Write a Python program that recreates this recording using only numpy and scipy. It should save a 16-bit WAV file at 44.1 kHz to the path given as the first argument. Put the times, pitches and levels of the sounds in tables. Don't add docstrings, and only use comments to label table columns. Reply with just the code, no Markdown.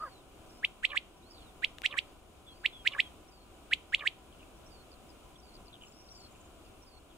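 import sys
import numpy as np
from scipy import signal
from scipy.fft import rfft, irfft, next_fast_len
from scipy.io import wavfile

SR = 44100
rng = np.random.default_rng(int(sys.argv[2]) if len(sys.argv) > 2 else 0)


def pcm_store(signal):
    levels = np.round(np.clip(np.atleast_2d(signal), -1, 1) * 32767)
    wavfile.write(sys.argv[1], SR, levels.astype(np.int16).T)


N = 316197

LEAD_S = .036
SLUR_RISE_S = .032


def gain_of(db):
    return 10 ** (np.asarray(db) / 20)


def evened(x):
    return x / np.sqrt(np.mean(x ** 2) + 1e-20)


def read(points, hz):
    f, value = np.transpose(points)
    return np.interp(np.log(hz + 1), np.log(f + 1), value)


def coloured(x, points):
    size = x.shape[-1]
    hz = np.fft.rfftfreq(size, 1 / SR)
    return irfft(rfft(x) * gain_of(read(points, hz)), size)


def wobble(size, hz):
    padded = size + 4096
    f = np.fft.rfftfreq(padded, 1 / SR)
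    spectrum = rfft(rng.standard_normal(padded)) * np.exp(-(f / hz) ** 2)
    return evened(irfft(spectrum, padded))[:size]


def band(phase, width_hz):
    return wobble(len(phase), width_hz) * np.cos(phase) + wobble(len(phase), width_hz) * np.sin(phase)


def panned(x, lean_db):
    return x * gain_of([[lean_db / 2], [-lean_db / 2]])


def add(mix, s, sound):
    part = mix[:, max(round(s * SR), 0):][:, :sound.shape[1]]
    part += sound[:, :part.shape[1]]


def quail():
    # peak in seconds, level in dB, dip in the left ear
    # in dB, length as a factor, harshness in dB.
    whip_notes = [(0.6496, -16.5, 0.5, 0.93, -6), (0.8525, -13.5, -10, 0.92, -0.5),
                  (0.9762, -16, -12, 0.96, 2.5), (1.6466, -14.5, -16, 0.98, 0.5),
                  (1.8612, -14, -21, 1.0, 6), (1.9897, -16, -36, 0.91, 3.5),
                  (2.6611, -13.5, -10.5, 0.94, -3), (2.8758, -12, -9, 0.99, -1),
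                  (3.0035, -12.5, -7, 0.93, -4.5), (3.7354, -13, -4, 0.99, 0),
                  (3.9478, -13, -5, 0.98, -1.5), (4.0758, -14.5, -8.5, 1, -4)]
    # lead-in in dB, overtones in dB.
    efforts = [(-1.5, -3), (.5, 2), (3, 7)]
    # loudest throb in seconds, level in dB, dip in the left ear in dB.
    slur_notes = [(0.9198, -41.5, -7), (1.9276, -43, -10.5), (2.9376, -42.5, -6.5), (4.0106, -43.5, -4.5)]
    out = np.zeros((2, N))
    add(out, 0, through_grass(nasal(), 0, -2))
    for note, (s, db, dip_db, stretch, harsh_db) in enumerate(whip_notes):
        lead_db, overtone_db = efforts[note % len(efforts)]
        tone, air = whip(lead_db, overtone_db + harsh_db, harsh_db, stretch)
        start = s - LEAD_S * stretch
        add(out, start, gain_of(db) * through_grass(tone, s, dip_db))
        add(out, start, gain_of(db) * air)
    for s, db, dip_db in slur_notes:
        add(out, s - SLUR_RISE_S, gain_of(db) * through_grass(slur(), s, dip_db))
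    return out


def whip(lead_db, overtone_db, rasp_db, stretch):
    # multiple of the pitch, relative level in dB.
    harmonics = [(2, -24), (3, -37.5), (4, -33), (5, -34), (6, -39.5)]
    # frequency in Hz, gain in dB.
    beak_colour = [(2500, -5.5), (3800, -8), (5000, -2), (6300, -4.5), (7300, 2.5), (8300, 1.5),
                   (10000, -11), (11200, -15), (14000, -11), (16000, -10)]
    # frequency in Hz, relative level in dB.
    rasp_colour = [(900, -36), (1700, -11), (2300, 5.5), (3000, 0.5), (3900, -5), (4700, -19), (6500, -32),
                   (8300, -22), (11000, -31.5), (16000, -32.5)]
    stop_s = .0028
    t = np.arange(-LEAD_S, stop_s, 1 / (SR * stretch))

    start_hz, aim_hz, climb_s = 850, 2833, .033
    snap_hz, snap_s = 773, .002
    hz = aim_hz + (start_hz - aim_hz) * np.exp(-(t + LEAD_S) / climb_s)
    hz += snap_hz * np.exp(t / snap_s)
    phase = 2 * np.pi * np.cumsum(hz * (1 + .008 * wobble(len(t), 900))) / SR

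    ease_db, ease, surge_s = -14.5, 3.17, .0043
    choke_db, choke_s = 1.52, .00076
    swell = gain_of(ease_db) * abs(np.cos(np.pi / 2 * t / LEAD_S)) ** ease + np.exp(t / surge_s)
    choke = choke_db * np.exp(t / choke_s)
    lead_in = np.interp(t, [-.012, 0], [1, 0])
    flutter = 1 + .24 * lead_in * wobble(len(t), 400)
    level = swell * gain_of(lead_db * lead_in - choke) * flutter

    overtones = np.zeros(len(t))
    for k, k_db in harmonics:
        audible = k * hz < SR / 2
        overtones += gain_of(k_db + read(beak_colour, k * hz)) * audible * np.sin(k * phase)
    overtones *= gain_of(overtone_db * lead_in - 8) * np.tanh(level / .4)
    overtones *= 1 + .93 * wobble(len(t), 600)
    air = evened(coloured(rng.standard_normal((2, len(t))), rasp_colour))
    air *= gain_of(rasp_db - 31.5) * np.tanh(level / .051)
    fade = signal.windows.tukey(len(t), .04)
    return level * np.sin(phase) * fade, (air + overtones) * fade


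def slur():
    fall_s, open_hz, shut_hz = .04, 3570, 1129
    t = np.arange(-SLUR_RISE_S, fall_s, 1 / SR)
    opening = np.cos(np.linspace(0, np.pi / 2, len(t))) ** 2
    db = throbbing(t, start_db=-22.5, end_db=-9.0, throb_db=4.5, roundness=2.2)
    hz = 582 + 3 * db
    return reedy(t, hz, shut_hz + (open_hz - shut_hz) * opening, db,
                 width_hz=570, low_db=-9.5, fundamental_db=-5.5, jitter=.047, rough=.36)


def nasal():
    top_s, fall_s = .039, .055
    top_hz, rise_hz_per_s, sag_hz_per_s = 651, 1370, 3700
    nose_hz, mouth_hz, opens_after_s, opening_s = 1250, 1620, .0203, .004
    t = np.arange(-top_s, fall_s, 1 / SR)
    hz = top_hz + np.minimum(rise_hz_per_s * t, -sag_hz_per_s * t)
    opening = .5 + .5 * np.tanh((t - opens_after_s) / opening_s)
    db = -36.5 + throbbing(t, start_db=-11, end_db=-22, throb_db=3.0, roundness=.58)
    return reedy(t, hz, nose_hz + (mouth_hz - nose_hz) * opening, db,
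                 width_hz=350, low_db=-52.0, fundamental_db=-6, jitter=.027, rough=.2)


def throbbing(t, start_db, end_db, throb_db, roundness):
    throb_hz = 69
    swell = start_db * abs(t / t[0]) ** roundness
    fade = end_db * abs(t / t[-1]) ** roundness
    return np.where(t < 0, swell, fade) + throb_db * np.cos(2 * np.pi * throb_hz * t)


def reedy(t, hz, throat_hz, db, width_hz, low_db, fundamental_db, jitter, rough):
    phase = 2 * np.pi * np.cumsum(hz * (1 + jitter * wobble(len(t), 350))) / SR
    k = np.arange(1, 10)[:, None]
    weight = 1 / (1 + ((k * hz - throat_hz) / width_hz) ** 2) ** 2
    picked = np.sqrt(2) * (weight * np.sin(k * phase)).sum(0) / np.linalg.norm(weight, axis=0)
    hoarse = rough * band(2 * np.pi * np.cumsum(throat_hz) / SR, 1.8 * width_hz)
    low = np.sin(2 * phase) + gain_of(fundamental_db) * np.sin(phase)
    low *= signal.windows.tukey(len(t), .3) * (1 + .4 * wobble(len(t), 250))
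    voice = gain_of(db) * (picked + hoarse) + gain_of(low_db) * low
    return voice * signal.windows.tukey(len(t), .05)


def through_grass(x, s, dip_db):
    # time in seconds, delay in seconds.
    turning = [(0, 0.000034), (.7, 0.000083), (1.8, 0.0000316), (2.7, 0.000025), (4.1, 0.000025)]
    dip_hz, quality = 2350, 1.1
    x = np.pad(x, (0, 256))
    middle = signal.lfilter(*signal.iirpeak(dip_hz, quality, fs=SR), x)
    left = x - (1 - gain_of(dip_db)) * middle
    delay = np.interp(s, *np.transpose(turning))
    late = np.exp(-2j * np.pi * np.fft.rfftfreq(len(x), 1 / SR) * delay)
    return np.array([irfft(rfft(left) * late, len(x)), x])


def scatter(x, delay, t60, colour, unevenness=.49):
    t = np.arange(SR // 2) / SR
    sizes = np.exp(unevenness * np.clip(rng.standard_normal((2, len(t))), -2, 2))
    taps = sizes * rng.standard_normal((2, len(t))) * gain_of(-60 * t / t60) * (t > delay)
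    taps /= np.linalg.norm(taps, axis=1, keepdims=True)
    echoes = signal.oaconvolve(x, taps, axes=1)[:, :next_fast_len(N)]
    return coloured(echoes, colour)[:, :N]


def ticks():
    # time in seconds, relative level in dB, left-right lean in dB.
    snaps = [(1.7834, -34.5, 10.5), (1.818, -37, 10)]
    # frequency in Hz, relative level in dB.
    snap_colour = [(500, -4), (1500, -4), (2800, 3), (4500, -8), (6500, -15), (10000, -20), (16000, -27.5)]
    decay_s, lag_s, trim_db = .00077, .00098, -1
    out, t = np.zeros((2, N)), np.arange(512) / SR
    for s, db, lean_db in snaps:
        snap = evened(coloured(rng.standard_normal(len(t)), snap_colour)) * np.exp(-t / decay_s)
        add(out, s + lag_s, panned(gain_of(db + trim_db) * snap, lean_db))
    return out


def far_birds():
    out = whistlers() + chatterers()
    out[0] = np.roll(out[0], 4)
    return out + scatter(out, .002, .074, [(2500, -11), (7000, -11)])


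def whistlers():
    # top in seconds, level in dB, left-right lean in dB.
    arches = [(.045, -64.5, -2), (1.33, -67, -9), (2.59, -67, 1)]
    # start in seconds, length in seconds, level in dB.
    pipes = [(2.462, .077, -55.5), (2.721, 0.11, -52.5), (2.995, .09, -52)]
    # start in seconds, slide level in dB,
    # left-right lean in dB.
    slides = [(3.275, -66, -1), (4.66, -65, -8), (5.385, -65, -4), (6.105, -58, 3.5), (6.82, -64, -7)]
    top_hz, rise_s, fall_s = 4900, .11, .18
    pip_s, slide_after_s, slide_s, pip_db = .024, .033, .14, 2
    out = np.zeros((2, N))
    for s, db, lean_db in arches:
        rise = glide(rise_s, first_hz=3680, middle_hz=4350, last_hz=top_hz, buzz=.05)
        rise = rise[-round(s * SR):]
        fall = glide(fall_s, first_hz=top_hz, middle_hz=4300, last_hz=3400, buzz=.2)
        add(out, s - len(rise) / SR, panned(gain_of(db) * np.append(rise, fall), lean_db))
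    for s, length, db in pipes:
        pipe = glide(length, first_hz=3500, middle_hz=3345, last_hz=3220, buzz=.12)
        add(out, s, panned(gain_of(db) * pipe, 0))
    for s, db, lean_db in slides:
        pip = glide(pip_s, first_hz=5400, middle_hz=5670, last_hz=5600, buzz=.33)
        slide = glide(slide_s, first_hz=5050, middle_hz=4480, last_hz=4230, buzz=.32)
        add(out, s, panned(gain_of(db + pip_db) * pip, lean_db))
        add(out, s + slide_after_s, panned(gain_of(db) * slide, lean_db))
    return out


def chatterers():
    # start in seconds, length in seconds, first pitch in Hz, level in dB,
    # left-right lean in dB.
    buzzes = [(1.296, 0.146, 5700, -60.5, -1), (4.323, .039, 3210, -64, 0), (4.391, .046, 3100, -59, 1),
              (4.915, 0.029, 4950, -63, -4), (5.09, 0.031, 5300, -66, 8), (5.54, 0.031, 5030, -58, 4),
              (5.656, .031, 5060, -59.5, 6.5), (5.727, .052, 3700, -57, 2), (5.809, .048, 3220, -56, 1),
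              (7.099, .033, 3590, -64, 0)]
    # start in seconds, length in seconds, level in dB, left-right lean in dB.
    flick = (6.086, 0.02, -54.5, 5)
    # start in seconds, seconds between chips, level in dB.
    chip_runs = [(5.82, 0.03, -61.5), (6.12, 0.024, -62), (6.31, .045, -62)]
    # from and to in seconds, notes a second, lowest and highest first pitch
    # in Hz, level in dB.
    twitter = [(.3, 7.1, 2, 4900, 5900, -70), (.33, .62, 17, 5300, 5900, -67),
               (5.85, 6.3, 55, 5100, 6000, -64), (5, 7.1, 3.5, 2700, 3600, -65)]
    fall_octaves_per_s = 6.5
    chips_per_run, chip_s, twitter_s, twitter_fall = 4, .0176, .026, .1
    steps = np.array([0, .5, 1])
    out = np.zeros((2, N))
    for s, length, hz, db, lean_db in buzzes:
        pitches = hz * 2 ** (-fall_octaves_per_s * length * steps)
        note = glide(length, *pitches, buzz=.78, buzz_hz=380, rattle=1.03)
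        add(out, s, panned(gain_of(db) * note, lean_db))
    s, length, db, lean_db = flick
    note = glide(length, first_hz=3450, middle_hz=5300, last_hz=5600, buzz=.65)
    add(out, s, panned(gain_of(db) * note, lean_db))
    for s, gap, db in chip_runs:
        for k in range(chips_per_run):
            chip = glide(chip_s, first_hz=7600, middle_hz=7200, last_hz=6740, buzz=.45)
            add(out, s + k * gap, panned(gain_of(db) * chip, 0))
    for start, end, rate, low_hz, high_hz, db in twitter:
        for when, pitch, side in rng.random((round(rate * (end - start)), 3)):
            pitches = (low_hz + (high_hz - low_hz) * pitch) * (1 - twitter_fall * steps)
            note = gain_of(db) * glide(twitter_s, *pitches, buzz=.5)
            add(out, start + when * (end - start), panned(note, 10 * (side - .5)))
    return out


def glide(length, first_hz, middle_hz, last_hz, buzz, buzz_hz=300, rattle=.74):
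    rattle_hz, flicker_db = 82, 2
    u = np.linspace(0, 1, int(length * SR))
    curve = np.polyfit([0, .5, 1], [first_hz, middle_hz, last_hz], 2)
    phase = 2 * np.pi * np.cumsum(np.polyval(curve, u)) / SR
    tone = evened((1 - buzz) * np.sin(phase) + buzz * band(phase, buzz_hz)) / np.sqrt(2)
    tone *= 1 + rattle * buzz * np.sin(2 * np.pi * rattle_hz * length * u)
    return tone * gain_of(flicker_db * wobble(len(u), 50)) * signal.windows.tukey(len(u), .2)


def country():
    # frequency in Hz, relative level in dB per Hz.
    low_rush = [(10, -17), (28, -6.5), (45, -7.5), (68, -7), (97, -13), (150, -17), (270, -14.5),
                (340, -12.5), (480, -18.5), (700, -17), (880, -24.5), (1100, -23), (1420, -24.5),
                (1900, -40.5), (2500, -71.5)]
    # frequency in Hz, relative level in dB per Hz.
    fine_hiss = [(1000, -30.5), (1700, -11), (1880, -9.5), (2350, 0), (2580, -0.5), (2940, 0.5),
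                 (4420, -10.5), (4850, -9.5), (5420, -10.5), (7020, -6.5), (9530, -7.5), (10200, -6),
                 (11300, -16.5), (13400, -12.5), (15600, -15)]
    # centre in Hz, width in Hz, level in dB.
    drones = [(760, 40, -72), (998.4, 80, -73), (1190, 70, -83.5)]
    # frequency in Hz, coherence.
    likeness = [(30, 0.89), (300, 0.76), (520, 0.6243), (680, 0.5), (1000, 0.52), (1450, 0.52),
                (2300, -0.0452), (3000, 0), (3900, -0.4), (5500, 0), (7300, 0.7), (9500, 0.7), (12000, 1.5)]
    # frequency in Hz, left-right lean in dB.
    stereo_lean = [(60, 2.5), (180, 1.5), (550, 0.0), (1650, 0.5), (4970, 2.5), (15000, 2)]
    rush_db, hiss_db, swell_db, swell_hz = -57, -67, 1.0, 3.8
    size = next_fast_len(N)
    hz = np.fft.rfftfreq(size, 1 / SR)

    def power(shape, db):
        return evened(shape) ** 2 * gain_of(db) ** 2

    total = power(gain_of(read(low_rush, hz)), rush_db) + power(gain_of(read(fine_hiss, hz)), hiss_db)
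    for centre, width, db in drones:
        total += power(1 / (1 + (2 * (hz - centre) / width) ** 2), db)
    same = np.clip(read(likeness, hz), -.9, .98)
    mid, side = rfft(rng.standard_normal((2, size))) * np.sqrt(total)
    side *= np.sqrt((1 - same) / (1 + same))
    lean = gain_of(read(stereo_lean, hz) / 2)
    ears = irfft([(mid + side) * lean, (mid - side) / lean], size)[:, :N]
    return ears * gain_of(swell_db * wobble(N, swell_hz))


def scene():
    bird = quail()
    sent = np.array([bird[1], bird[1]])
    stalk_colour = [(1200, -9.5), (2200, -16.5), (3500, -15.5), (5500, -8), (8000, -7.5)]  # Hz, dB
    field_colour = [(1200, -29.5), (2000, -32.5), (3200, -26.5), (8000, -28)]  # Hz, dB
    stalks = scatter(sent, .003, .057, stalk_colour)
    field = scatter(sent, .019, .36, field_colour)
    return bird + stalks + field + ticks() + far_birds() + country()


def record(dry):
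    edge_hz = 15700
    low_pass = signal.firwin(601, edge_hz, window=("kaiser", 9), fs=SR)
    return signal.oaconvolve(dry, low_pass[None], "same")


dry = scene()
out = record(dry)
pcm_store(out)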